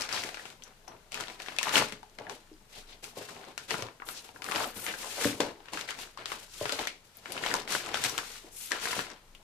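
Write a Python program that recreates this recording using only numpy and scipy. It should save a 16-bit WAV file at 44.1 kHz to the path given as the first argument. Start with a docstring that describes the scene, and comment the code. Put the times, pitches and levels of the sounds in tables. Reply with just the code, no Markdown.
"""A stiff, foil-lined delivery bag is unfolded on the floor of a small bare room, close to a phone.
First the bending foil crackles and single creases snap through, most loudly near 1.8 s. After a lull
of light swishes, coated cloth sliding over itself, the padded panels flex and scrape, then thump down
near 5.3 s. Dense crackling and swishing follow until 9 s, and a strap buckle clinks faintly at the end.
Throughout, the hollow bag resonates and the walls reflect the sound."""
import sys
import numpy as np
from scipy import signal
from scipy.fft import rfft, irfft, next_fast_len
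from scipy.io import wavfile
from scipy.ndimage import map_coordinates

SR = 44100
rng = np.random.default_rng(int(sys.argv[2]) if len(sys.argv) > 2 else 0)


def transcribe(u):
    """Save the signal u as a 16-bit wav file named by the first command-line argument.

    u: samples, shape (n,) or (channels, n), limited to [-1, 1]; the rate is SR.
    q: integer samples, one column per channel.
    """
    v = np.clip(np.atleast_2d(u).T, -1, 1)
    q = np.round(v * 32767).astype(np.int16)
    wavfile.write(sys.argv[1], SR, q)


N = 415853
TOP_HZ = 14400  # upper band limit


def amp(db):
    """Amplitude ratio of a level in decibels."""
    return 10 ** (np.asarray(db) / 20)


def along(points, hz):
    """Interpolation of (frequency, value) points on a logarithmic frequency axis."""
    knots_hz, values = np.transpose(points)
    return np.interp(np.log(hz + 1), np.log(knots_hz + 1), values)


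def add(track, s, sound):
    """Superposition: a sound joins the track at time s."""
    part = track[..., max(0, round(s * SR)):][..., :sound.shape[-1]]
    part += sound[..., :part.shape[-1]]


def wobble(rate):
    """Random modulation: straight lines between Gaussian knots, rate knots a second."""
    knots = rng.standard_normal(int(N * rate / SR) + 4)
    return map_coordinates(knots, [np.arange(N) * rate / SR], order=1)


def unit(x):
    """Normalisation to rms 1."""
    return x / np.sqrt(np.mean(x ** 2) + 1e-20)


def filtered(x, response):
    """Linear filtering: the spectrum of x times a frequency response."""
    size = next_fast_len(N + 8192, True)
    return irfft(rfft(x, size) * response(np.fft.rfftfreq(size, 1 / SR)), size)[..., :N]


def coloured(x, spectrum):
    """Spectral shaping by (frequency [Hz], level [dB]) points, at rms 1."""
    return unit(filtered(x, lambda hz: amp(along(spectrum, hz))))


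def resonance(hz, centre, width):
    """Frequency response of a damped harmonic oscillator."""
    return 1j * hz * width / (centre ** 2 - hz ** 2 + 1j * hz * width)


def causal(gain):
    """The minimum-phase response with this gain, from the folded cepstrum."""
    cepstrum = irfft(np.log(np.maximum(gain, 1e-6)))
    half = len(cepstrum) // 2
    return np.exp(rfft(np.r_[cepstrum[0], 2 * cepstrum[1:half], np.zeros(half)]))


def diffuse(pair, hz):
    """Diffuse-field coherence: two independent spectra become left and right, alike only in the bass."""
    # likeness of the two microphone ports: (frequency [Hz], correlation [ratio])
    coherence = [(150, 0.92), (300, 0.88), (600, 0.68), (1200, 0.19), (3000, 0.021), (8000, 0.015)]
    angle = np.arccos(np.clip(along(coherence, hz), -1, 1)) / 2
    mid, side = pair[0] * np.cos(angle), pair[1] * np.sin(angle)
    return np.array([mid + side, mid - side])


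def wide_noise():
    """An extended source: white noise, partly coherent at the two ports."""
    size = next_fast_len(N, True)
    spectra = rfft(rng.standard_normal((2, size)))
    return irfft(diffuse(spectra, np.fft.rfftfreq(size, 1 / SR)), size)[:, :N]


def grains(count, cycles, spread_db, size=256):
    """Shot noise: tiny damped oscillations of random time, pitch and strength, white on average."""
    when, where, strength = rng.random((count, 3)).T
    hz = (np.sqrt(400) + where * (np.sqrt(TOP_HZ) - np.sqrt(400))) ** 2
    gain = amp(-spread_db * np.log(strength + .015)) * hz ** .75
    turns = hz[:, None] * np.arange(size) / SR
    rings = gain[:, None] * np.sin(2 * np.pi * turns) * np.exp(-turns / cycles)
    places = (when * N).astype(int)[:, None] + np.arange(size)
    return unit(np.bincount(places.ravel(), rings.ravel(), N)[:N])


def blow(gain, length_s, push, rise_s=1 / SR):
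    """Source and filter: an impulse and a burst of small slips excite a response; energy 1 per port."""
    t = np.arange(2 * len(gain) - 2) / SR
    slips = rng.standard_normal((2, len(t))) * np.minimum(t / rise_s, 1) * np.exp(-(t / length_s) ** 2)
    slip_spectra = rfft(slips) / np.linalg.norm(slips[0])
    force = push + diffuse(slip_spectra, np.fft.rfftfreq(len(t), 1 / SR))
    ring = irfft(force * causal(gain))
    return ring / np.linalg.norm(ring, axis=1, keepdims=True)


def hush():
    """Ambient noise of the still room: low rumble and faint hiss."""
    # noise floor: (frequency [Hz], relative spectral level [dB])
    spectrum = [(12, -32), (24, 9.5), (31, -14), (50, -11), (75, -12.5), (200, -15), (500, -41),
                (1200, -25), (2000, -25), (6500, -27), (13800, -32)]
    return amp(-61) * coloured(wide_noise(), spectrum)


def room_tail(early_t60_s=.05, delay_s=.003):
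    """Reverberation: strong early reflections from floor and near walls, then exponential decay."""
    # decay of the room: (frequency [Hz], reverberation time T60 [s])
    t60 = [(120, 0.24), (400, 0.31), (1200, 0.22), (4000, 0.29), (8000, 0.24), (14000, 0.078)]
    hz, t, noise = signal.stft(rng.standard_normal((2, SR // 2)), SR, nperseg=256)
    t = t[:, None]
    decay = amp(-60 * t / along(t60, hz)) + amp(-60 * t / early_t60_s)
    spectra = diffuse(noise.transpose(0, 2, 1) * decay, hz).transpose(0, 2, 1)
    tail = signal.istft(spectra, SR, nperseg=256)[1]
    tail = np.pad(tail, ((0, 0), (round(delay_s * SR), 0)))
    return tail / np.linalg.norm(tail[0])


def room(x, segments=24):
    """Time-varying convolution: the reflections change as the bag and the arms move."""
    reflected, step = np.zeros((2, N)), N // segments + 1
    for start in range(0, N, step):
        add(reflected, start / SR, signal.fftconvolve(x[None, start:start + step], room_tail(), axes=1))
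    return reflected


def hollow(x):
    """Sympathetic resonance: the open bag rings faintly with every sound made in it."""
    # modes of the cavity and its stiff walls: (frequency [Hz], bandwidth [Hz], level re the input [dB])
    modes = [(245.6, 16, -7), (423, 4.8, -1.5), (469, 9.8, -7.5), (745, 17, -3.5), (851, 12, -11),
             (1007, 22, -10), (1385, 30, -5.5), (2160, 37, -15), (2910, 30, -13)]
    ringing = lambda hz: sum(amp(db) * resonance(hz, centre, width) for centre, width, db in modes)
    return amp(-1.29) * filtered(x, lambda hz: 1 + ringing(hz))


def buckles(size=4096):
    """Hard impact: a plastic strap buckle clicks and rings for a moment in one mode."""
    # buckle contacts: (time [s], relative level [dB], pitch [Hz])
    clinks = [(0.637, -51, 6000), (0.8802, -54, 5650), (9.35, -56, 2980)]
    track, hz = np.zeros((2, N)), np.fft.rfftfreq(size, 1 / SR)
    click = amp(-26) * abs(resonance(hz, 4000, 4600))
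    for s, db, pitch_hz in clinks:
        mode = abs(resonance(hz, pitch_hz, 340))
        add(track, s, amp(db + 30) * blow(mode + click, length_s=.0058, push=.85))
    return track


def bumps(size=16384):
    """Cushioned impact: a soft contact excites only the lowest modes of the bag's body, with no click."""
    # soft, hollow bumps: (time [s], relative level [dB])
    contacts = [(2.515, -41), (8.443, -42.5)]
    # modes of the body: (frequency [Hz], bandwidth [Hz], relative level [dB])
    modes = [(305, 21, -2), (392, 20, 1), (636, 60, -22)]
    track, hz = np.zeros((2, N)), np.fft.rfftfreq(size, 1 / SR)
    body = sum(amp(db) * abs(resonance(hz, centre, width)) for centre, width, db in modes)
    cushion = abs(resonance(hz, 310, 200))
    for s, db in contacts:
        add(track, s, amp(db + 19.5) * blow(body * cushion, length_s=.01, push=10))
    return track


def thumps(size=8192):
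    """Modal excitation: a panel rings most near the struck spot's pitch; its weight thuds on the floor."""
    # panels knocking and landing: (time [s], relative level [dB], pitch [Hz], floor thud weighting [dB])
    landings = [(1.755, -28, 564, -20), (1.765, -22.5, 233, -21), (1.796, -37, 230, 0.5),
                (1.924, -34.5, 204, -12), (2.205, -35.5, 690, -34), (2.775, -46, 230, -13),
                (3.171, -31, 482.4, -26), (3.211, -40, 435, -15), (3.707, -31, 700, -27),
                (3.823, -29, 554, -10.5), (4.764, -35.5, 190, -7), (5.254, -12, 220, -15),
                (5.402, -16, 360, -29), (6.612, -21, 570, -18), (6.724, -27.5, 503, -34.5),
                (7.54, -27, 468, -30), (8.98, -29, 135, -20)]
    # damped modes of a padded panel: (frequency [Hz], bandwidth [Hz], relative level [dB])
    modes = [(117.4, 46, 4.5), (194, 45, 4.5), (280.6, 69, 5.5), (443, 195, 5), (577, 80, 6), (760, 41, -7),
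             (1050, 110, 5)]
    track, hz = np.zeros((2, N)), np.fft.rfftfreq(size, 1 / SR)
    panel = sum(amp(db) * abs(resonance(hz, centre, width)) ** 2 for centre, width, db in modes)
    thud = abs(resonance(hz, 117, 54)) ** 2
    for s, db, pitch_hz, weight_db in landings:
        spot = abs(resonance(hz, pitch_hz, .55 * pitch_hz))
        add(track, s, amp(db + 15.5) * blow(panel * spot, length_s=.021, push=3.8))
        add(track, s, amp(db + weight_db + 23.5) * blow(thud, length_s=.0045, push=1.4))
    return track


def handling():
    """Incoherent strokes add in power: levels in dB of foil bending, cloth sliding and panel flexing."""
    # pulls, folds and pushes of the hands, each swelling, holding and settling:
    # (time [s], rise [s], hold [s], foil level [dB], cloth level [dB], panel level [dB])
    strokes = [(0.0, 0.00066, 0.014, -35.5, -41, -44.5), (0.086, 0.045, 0.064, -36.5, -40, -45),
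               (0.219, 0.015, 0.046, -44.5, -46, -50), (0.295, 0.056, 0.14, -51.5, -53, -56.5),
               (0.643, 0.023, 0.011, -55, -80.5, -61), (0.869, 0.014, 0.061, -57, -79, -55),
               (1.104, 0.052, 0.072, -43, -49, -49), (1.248, 0.0099, 0.086, -50.5, -54.5, -55.5),
               (1.379, 0.02, 0.17, -50, -54, -55), (1.603, 0.035, 0.036, -41, -38.5, -58),
               (1.652, 0.016, 0.04, -33, -43, -43), (1.718, 0.032, 0.03, -23.5, -28, -34),
               (2.18, 0.018, 0.11, -56.5, -78, -45), (2.287, 0.03, 0.0078, -48.5, -49.5, -53),
               (2.676, 0.089, 0.022, -54, -51.5, -57.5), (2.852, 0.055, 0.0071, -57, -58, -64),
               (3.022, 0.018, 0.011, -51.5, -43.5, -54), (3.149, 0.027, 0.068, -48.5, -46, -49.5),
               (3.27, 0.022, 0.032, -49.5, -50.5, -52.5), (3.337, 0.027, 0.14, -52.5, -60.5, -53),
               (3.586, 0.0046, 0.045, -57.5, -55, -59), (3.677, 0.028, 0.025, -37.5, -39, -38.5),
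               (3.765, 0.0081, 0.025, -44, -49, -42), (4.052, 0.023, 0.059, -50, -49, -53),
               (4.122, 0.033, 0.024, -53, -47, -67), (4.236, 0.014, 0.012, -58, -52, -55),
               (4.33, 0.023, 0.018, -72, -57, -52), (4.428, 0.057, 0.045, -41, -47.5, -44),
               (4.492, 0.069, 0.067, -34.5, -38.5, -39.5), (4.742, 0.024, 0.17, -46.5, -45, -55),
               (4.87, 0.015, 0.046, -47, -50, -47), (4.94, 0.064, 0.16, -46, -42, -53.5),
               (5.156, 0.068, 0.044, -34, -31.5, -48), (5.318, 0.025, 0.047, -64.5, -50, -47.5),
               (5.4, 0.0042, 0.004, -31.5, -38, -30.5), (5.569, 0.11, 0.03, -54.5, -65.5, -82.5),
               (5.718, 0.019, 0.072, -42.5, -45.5, -45), (5.873, 0.0066, 0.023, -42.5, -47, -62.5),
               (5.96, 0.032, 0.038, -46, -43.5, -54.5), (6.182, 0.01, 0.022, -43, -58, -48.5),
               (6.253, 0.057, 0.03, -44, -43, -50), (6.372, 0.022, 0.043, -58, -50.5, -74.5),
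               (6.47, 0.15, 0.16, -51, -44, -73), (6.578, 0.12, 0.049, -39.5, -57, -47.5),
               (6.783, 0.0073, 0.033, -37, -43, -42.5), (7.036, 0.014, .01, -87, -59.5, -77),
               (7.124, 0.027, 0.13, -61.5, -60, -63.5), (7.23, 0.11, 0.062, -45.5, -48.5, -45),
               (7.417, 0.013, 0.14, -37.5, -42.5, -40), (7.671, 0.055, 0.028, -33.5, -32, -43.5),
               (7.8, 0.062, 0.21, -42, -48.5, -45.5), (7.924, 0.021, 0.25, -46.5, -42.5, -49),
               (8.017, 0.029, 0.0064, -35, -31, -47), (8.204, 0.037, 0.12, -49.5, -46, -76),
               (8.412, 0.018, 0.049, -61, -56.5, -55), (8.508, 0.11, 0.064, -56.5, -43.5, -79),
               (8.706, 0.011, 0.052, -38, -45, -56), (8.785, 0.051, 0.16, -37, -37.5, -49.5),
               (9.047, 0.02, 0.053, -47, -73.5, -52.5)]
    settle_db_per_s = np.array([[186], [200], [165]])  # foil, cloth, panel
    rest_db = [[-67], [-72.5], [-65.5]]  # the held bag is never quite still
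    power = np.ones(N) * amp(rest_db) ** 2
    age = np.arange(SR) / SR
    for s, rise_s, hold_s, foil_db, cloth_db, flex_db in strokes:
        swell = np.minimum(age / rise_s, 1)
        release = amp(-settle_db_per_s * np.maximum(age - rise_s - hold_s, 0))
        add(power, s, (amp([[foil_db], [cloth_db], [flex_db]]) * swell * release) ** 2)
    return 10 * np.log10(power)


def flexing(flex_db):
    """Flexural vibration: the padded panels rumble hollowly as they bend."""
    # panel rumble: (frequency [Hz], relative spectral level [dB])
    spectrum = [(35, -12), (70, -10), (120, 0.5), (165, -3), (240, 0), (430, 2), (600, 1.5), (1000, 0.5),
                (3000, -73)]
    return amp(flex_db - 1) * unit(coloured(wide_noise(), spectrum) * amp(3.36 * wobble(60)))


def rubs(rows, rough_db, width_octaves=.56, bands=9, catches_per_s=150):
    """Friction noise: each rub swells and fades, its band centre following the changing speed."""
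    track, hz = np.zeros((2, N)), np.fft.rfftfreq(SR // 2, 1 / SR)
    for s, length_s, db, start_hz, end_hz in rows:
        n = round(length_s * SR)
        progress, rub = np.linspace(0, 1, n), np.zeros((2, n))
        noise = diffuse(rfft(rng.standard_normal((2, SR // 2))), hz)
        for k, centre in enumerate(np.geomspace(start_hz, end_hz, bands)):
            band = np.exp(-.5 * (np.log2((hz + 1) / centre) / width_octaves) ** 2) * (hz < TOP_HZ)
            crossfade = np.maximum(1 - abs(progress * (bands - 1) - k), 0)
            rub += unit(irfft(noise * band))[:, :n] * crossfade
        catches = np.interp(np.arange(n), np.arange(128) * SR / catches_per_s, rng.standard_normal(128))
        arch = np.sqrt(2) * abs(np.sin(np.pi * progress)) ** .59
        add(track, s, amp(db) * unit(rub * amp(rough_db * catches)) * arch)
    return track


def scrapes():
    """Sliding friction: a padded panel's edge rasps in the midrange; the first drag, near 0.9 s, is the strap
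    buckle rattling briefly as it settles."""
    # drags: (time [s], length [s], level [dB], starting centre [Hz], final centre [Hz])
    drags = [(0.885, 0.079, -59, 850, 1000), (2.2, 0.14, -56.5, 720, 900), (4.535, 0.15, -39, 850, 640),
             (4.86, 0.063, -39, 2300, 2100), (5.03, 0.064, -48, 800, 700), (5.165, 0.077, -42.5, 616, 530),
             (8.71, 0.043, -45.5, 406, 430)]
    return rubs(drags, rough_db=1.5)


def swishes():
    """Sliding friction of fabric on the lining: a high, gliding hiss."""
    # glides: (time [s], length [s], level [dB], starting centre [Hz], final centre [Hz])
    glides = [(0.12, 0.1, -41.5, 4800, 4200), (2.72, .11, -54.5, 3000, 4060),
              (2.87, .09, -54.5, 3660, 3020), (4.05, 0.096, -48, 10100, 11500),
              (4.13, 0.085, -48.5, 5750, 3800), (4.41, 0.33, -48.5, 8990, 12300),
              (4.738, 0.17, -44, 11500, 9500), (4.95, .25, -51, 8900, 6400),
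              (5.165, 0.14, -46, 6440, 10900), (6.48, 0.2, -55.5, 4870, 8350),
              (8.25, 0.16, -54.5, 7500, 4510), (8.515, .2, -46.5, 8200, 11020),
              (8.8, 0.071, -44, 5370, 8470)]
    return rubs(glides, rough_db=3)


def cloth(slide_db, bend_db):
    """Stick-slip friction: coated cloth hisses and catches, airy in a light glide, fuller when gripped."""
    # cloth hiss: (frequency [Hz], relative spectral level [dB])
    spectrum = [(300, -6), (900, -14), (2500, 6.5), (4500, 5), (7500, 1.5), (10000, -2.5), (14000, -8)]
    hiss = coloured(wide_noise() + .13 * grains(count=6000, cycles=.88, spread_db=16), spectrum)
    dull = filtered(hiss, lambda hz: 1 / (1 + (hz / 6000) ** 4))
    top = filtered(hiss, lambda hz: 1 - 1 / (1 + (hz / 10000) ** 8))
    firmness_db = bend_db - slide_db
    grip = amp(np.interp(firmness_db, [-12, 4], [-6, 1]) + .3 * wobble(7.5))
    air = np.interp(firmness_db, [-8, 2], [.5, 0])
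    roughness = amp(2.4 * wobble(150))
    return amp(slide_db + 2) * unit((hiss - dull + grip * dull + air * top) * roughness)


def fine_crackle(bend_db, full_bend_db=-40):
    """Sparse shot noise: the thin metal skin ticks brightly as it bends, no louder past a full bend."""
    # ticks: (frequency [Hz], relative spectral level [dB])
    spectrum = [(800, -22), (2500, 1), (5000, 4), (9000, -6.5), (14000, -18)]
    ticks = coloured(grains(count=1700, cycles=1.6, spread_db=7), spectrum)
    return amp(np.minimum(bend_db, full_bend_db) - 14) * ticks * amp([[0], [-6]])


def foil(bend_db):
    """Crackling noise: foil yields in clumps of tiny creases over a crinkle; a light touch mostly rubs."""
    # bending foil: (frequency [Hz], relative spectral level [dB])
    spectrum = [(150, -21), (400, -2), (700, -2.5), (1000, 1.5), (1500, 4), (2200, 0), (3000, -3.5),
                (4500, -5.5), (7000, -43), (10000, -28), (14000, -92)]
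    creasing = np.interp(bend_db, [-55, -35], [.65, 1.15])
    creases = coloured(grains(count=7000, cycles=1.3, spread_db=4.8), spectrum) * amp([[0], [-4]])
    crinkle = coloured(wide_noise(), spectrum)
    crackle = (creasing * creases + crinkle) / np.hypot(creasing, 1)
    clumps = amp(2.1 * wobble(90))
    return amp(bend_db - 2) * unit(crackle * clumps)


def lesser_creases(bend_db, slide_db, candidates=230):
    """Yield threshold: random creases give way where bending is strong and exceeds sliding; snap rows."""
    yield_db, moderate_db, full_db, ring_db = -56.5, -43.5, -38, -8
    places = rng.integers(N, size=candidates)
    strength, octaves, treble = rng.standard_normal((candidates, 3)).T
    load_db = np.minimum(bend_db[places], full_db)
    db = -35 + .75 * (load_db - moderate_db) + 4 * strength  # a harder bend snaps louder
    pitch_hz = 1670 * 2 ** (.76 * octaves)
    treble_db = -20 + 5 * treble
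    gives_way = (load_db > yield_db) & (bend_db[places] > slide_db[places] + 2)
    return [(*row, ring_db) for row in np.transpose([places / SR, db, pitch_hz, treble_db])[gives_way]]


def snaps(bend_db, slide_db, size=4096):
    """Snap-through buckling: a crease pops and rings two modes of its facet; (direct sound, room feed)."""
    # the loudest creases: (time [s], relative level [dB], pitch [Hz], treble [dB], ring [dB])
    loudest = [(0.009, -23.5, 5530, -13, -7), (0.0195, -22, 5460, -9.5, -4), (0.09, -25, 1980, -18, -14),
               (0.117, -29, 2810, -23, -4), (0.126, -20, 5070, -26.5, -4), (0.164, -25, 2950, -16, -1.5),
               (0.237, -25, 2020, -3, 3.5), (0.289, -29.5, 1960, -17, -6), (0.344, -28, 2410, -17, -20),
               (0.371, -29.5, 1900, -33, -14), (0.394, -31.5, 1750, -24, 12), (0.454, -32, 1090, -22, -22),
               (0.502, -38.5, 2430, -3, -2), (0.622, -38, 3400, -14, -4), (0.878, -34.5, 840, -33, 8),
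               (1.12, -29.5, 2610, -3, 2), (1.128, -30.5, 2690, -14, -8), (1.1435, -22.5, 2630, 4.5, 10.5),
               (1.201, -26, 1450, -13, -1), (1.208, -25.5, 2800, -5, -6), (1.299, -33.5, 2200, -20, -5),
               (1.282, -30.5, 1410, -20, -13.5), (1.4, -29, 1720, -30.5, -9), (1.42, -32.5, 3610, 1, -1.5),
               (1.428, -47, 2650, 7, 2), (1.461, -31.5, 1850, -14, 2), (1.484, -25, 1690, -29.5, -11),
               (1.564, -30, 2010, -12, -6), (1.586, -13.5, 2520, -10, 2), (1.6925, -20, 1360, -22, -3),
               (1.612, -27, 1080, -10, 8), (1.63, -17, 1900, -1.5, 6), (1.756, -8.5, 2820, -15, 0),
               (1.769, -15, 1470, -1, 1), (1.923, -27, 2080, -10.5, -4), (2.03, -35.5, 850, -13, 11),
               (2.186, -30.5, 1590, -26, -9), (2.267, -32.5, 1700, -38, 4), (2.296, -26.5, 990, -19, -2),
               (3.042, -29.5, 2620, -1, -2), (3.288, -35, 1140, -30, 12), (3.578, -23, 1560, -7.5, 0),
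               (3.707, -18.5, 2720, -12, -3), (3.712, -22.5, 1886, -22, -3),
               (3.741, -20.5, 1418, -43.5, 0.5), (3.782, -32, 1450, 4, -6), (3.823, -23.5, 1120, -13, 0.5),
               (3.885, -33, 990, -41, -7), (4.0, -36, 1570, -46, -9), (4.02, -28.5, 1180, -56, 2),
               (4.088, -25, 1240, -18, -2), (4.29, -37, 840, -31, -7), (4.36, -36, 1570, -25.5, 8),
               (4.42, -27, 1610, -25.5, -11), (4.443, -27, 1224, -5, 8), (4.513, -22, 1146, -13, -1),
               (4.938, -26, 1570, -26, 11), (4.52, -19.5, 1120, -28, 0), (4.559, -17.5, 1420, -20.5, -5),
               (4.865, -22, 1430, -13, -0.5), (5.404, -15, 974, -12, -1), (5.603, -42.5, 825, -27, -3),
               (5.684, -34, 2730, -29, -13), (5.734, -25, 1000, -2, 6), (5.773, -24, 1477, -22, -11),
               (5.811, -25.5, 2085, -12, -4), (5.889, -25, 2010, 0, 13), (5.907, -24, 1475, -9, 0),
               (5.988, -31.5, 940, -15, -3), (6.174, -29, 1060, -16, 2.5), (6.222, -35.5, 1510, -34, -6),
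               (6.257, -22.5, 3330, -15.5, -9), (6.318, -21.5, 1110, -32, -4), (6.655, -20, 1450, -26, -6),
               (6.694, -20.5, 1380, -15.5, -4), (6.723, -18.5, 3800, -4, -5),
               (6.791, -21.5, 1410, -22, -19), (6.872, -18, 2220, -9, 1), (7.17, -37, 12300, -9, 19),
               (7.257, -28, 1703, -35, -17), (7.321, -24.5, 9700, 2, 0.5), (7.366, -27, 1670, -28, 1),
               (7.377, -25, 2920, -24, -4), (7.437, -20, 1950, -29, 3), (7.462, -18.5, 3400, -23, -10),
               (7.513, -20, 1720, -26.5, 17), (7.54, -13.5, 988, 0.5, 20), (7.676, -27, 1406, -23.5, -13),
               (7.723, -19.5, 1400, 5, -3), (7.865, -31, 1235, -26.5, 3), (7.943, -16, 1920, -21, -16),
               (7.955, -24, 1430, -20, -2), (7.972, -22, 1400, -10, -1), (8.039, -16, 1730, 7, 9),
               (8.048, -19.5, 2380, -30, -13.5), (8.095, -24.5, 5900, -12, 3), (8.1795, -17, 1540, -4, 4),
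               (8.186, -21, 1140, -25, -4), (8.708, -30, 1630, 0, -6), (8.718, -14.5, 1730, -9, 5.5),
               (8.855, -22, 1660, -11, -6), (8.91, -28, 1380, -24, 4), (8.93, -24.5, 1000, -18, 8),
               (8.991, -18, 1660, -31, -6)]
    # crack of a crease: (frequency [Hz], relative spectral level [dB])
    spectrum = [(80, -27.5), (300, -6), (700, -1.5), (1300, 0), (3000, 2.5), (5000, -0.5), (8000, -7),
                (14000, -20)]
    # bright creases give way faster than dull ones: (treble [dB], rise [s])
    rises = [(-24, .0012), (-4, .00025)]
    # and are over sooner: (treble [dB], length [s])
    lengths = [(-24, .0022), (-4, .0014)]
    direct, to_room, hz = np.zeros((2, N)), np.zeros(N), np.fft.rfftfreq(size, 1 / SR)
    treble_shelf = along([(1800, 0), (7000, .9), (13000, 1)], hz)
    for s, db, pitch_hz, treble_db, ring_db in loudest + lesser_creases(bend_db, slide_db):
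        first, second = [abs(resonance(hz, f, .31 * f)) ** 2 for f in (pitch_hz, 1.55 * pitch_hz)]
        facet = amp(ring_db + 13) * (first + amp(-18) * second)
        crack = amp(along(spectrum, hz) + (treble_db + 14) * treble_shelf)
        colour = np.hypot(crack, facet)
        push = np.interp(treble_db, [-24, -8], [.12, .3])
        rise_s, length_s = [np.interp(treble_db, *np.transpose(rule)) for rule in (rises, lengths)]
        add(direct, s, amp(db + 12) * blow(colour, length_s, push, rise_s))
        even = irfft(causal(colour))  # summed over all directions, the slips even out
        add(to_room, s, amp(db + 15) * even / np.linalg.norm(even))
    return direct, to_room


def scene():
    """Direct and reverberant fields add: the bag lies towards the left port, the room surrounds both."""
    bend_db, slide_db, flex_db = handling()
    rubbing = swishes() + scrapes()
    crackle = foil(bend_db) + fine_crackle(bend_db)
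    rustle = crackle + cloth(slide_db, bend_db) + flexing(flex_db) + rubbing
    pops, pops_to_room = snaps(bend_db, slide_db)
    clinks, knocks = buckles(), thumps() + bumps()
    direct = rustle + (pops + clinks) * amp([[4], [-2]]) + knocks
    to_room = amp(-11.5) * rustle[0] + amp(-3.5) * (pops_to_room + clinks[0]) + amp(-1) * knocks[0]
    return hollow(direct + room(to_room)) + hush()


def record(dry):
    """Acoustic shadow and band limit: the right port is shaded, and the phone cuts the top treble."""
    # shadow at the right port: (frequency [Hz], level re the left [dB])
    shadow = [(60, -3), (450, -2.5), (1100, -4), (4000, -4.5), (8000, -5.5), (13000, -9)]
    ports = lambda hz: np.array([np.ones_like(hz), amp(along(shadow, hz))])
    low_pass = lambda hz: 1 / np.sqrt(1 + (hz / TOP_HZ) ** 160)
    return amp(2) * filtered(dry, lambda hz: ports(hz) * low_pass(hz))


dry = scene()
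out = record(dry)
transcribe(out)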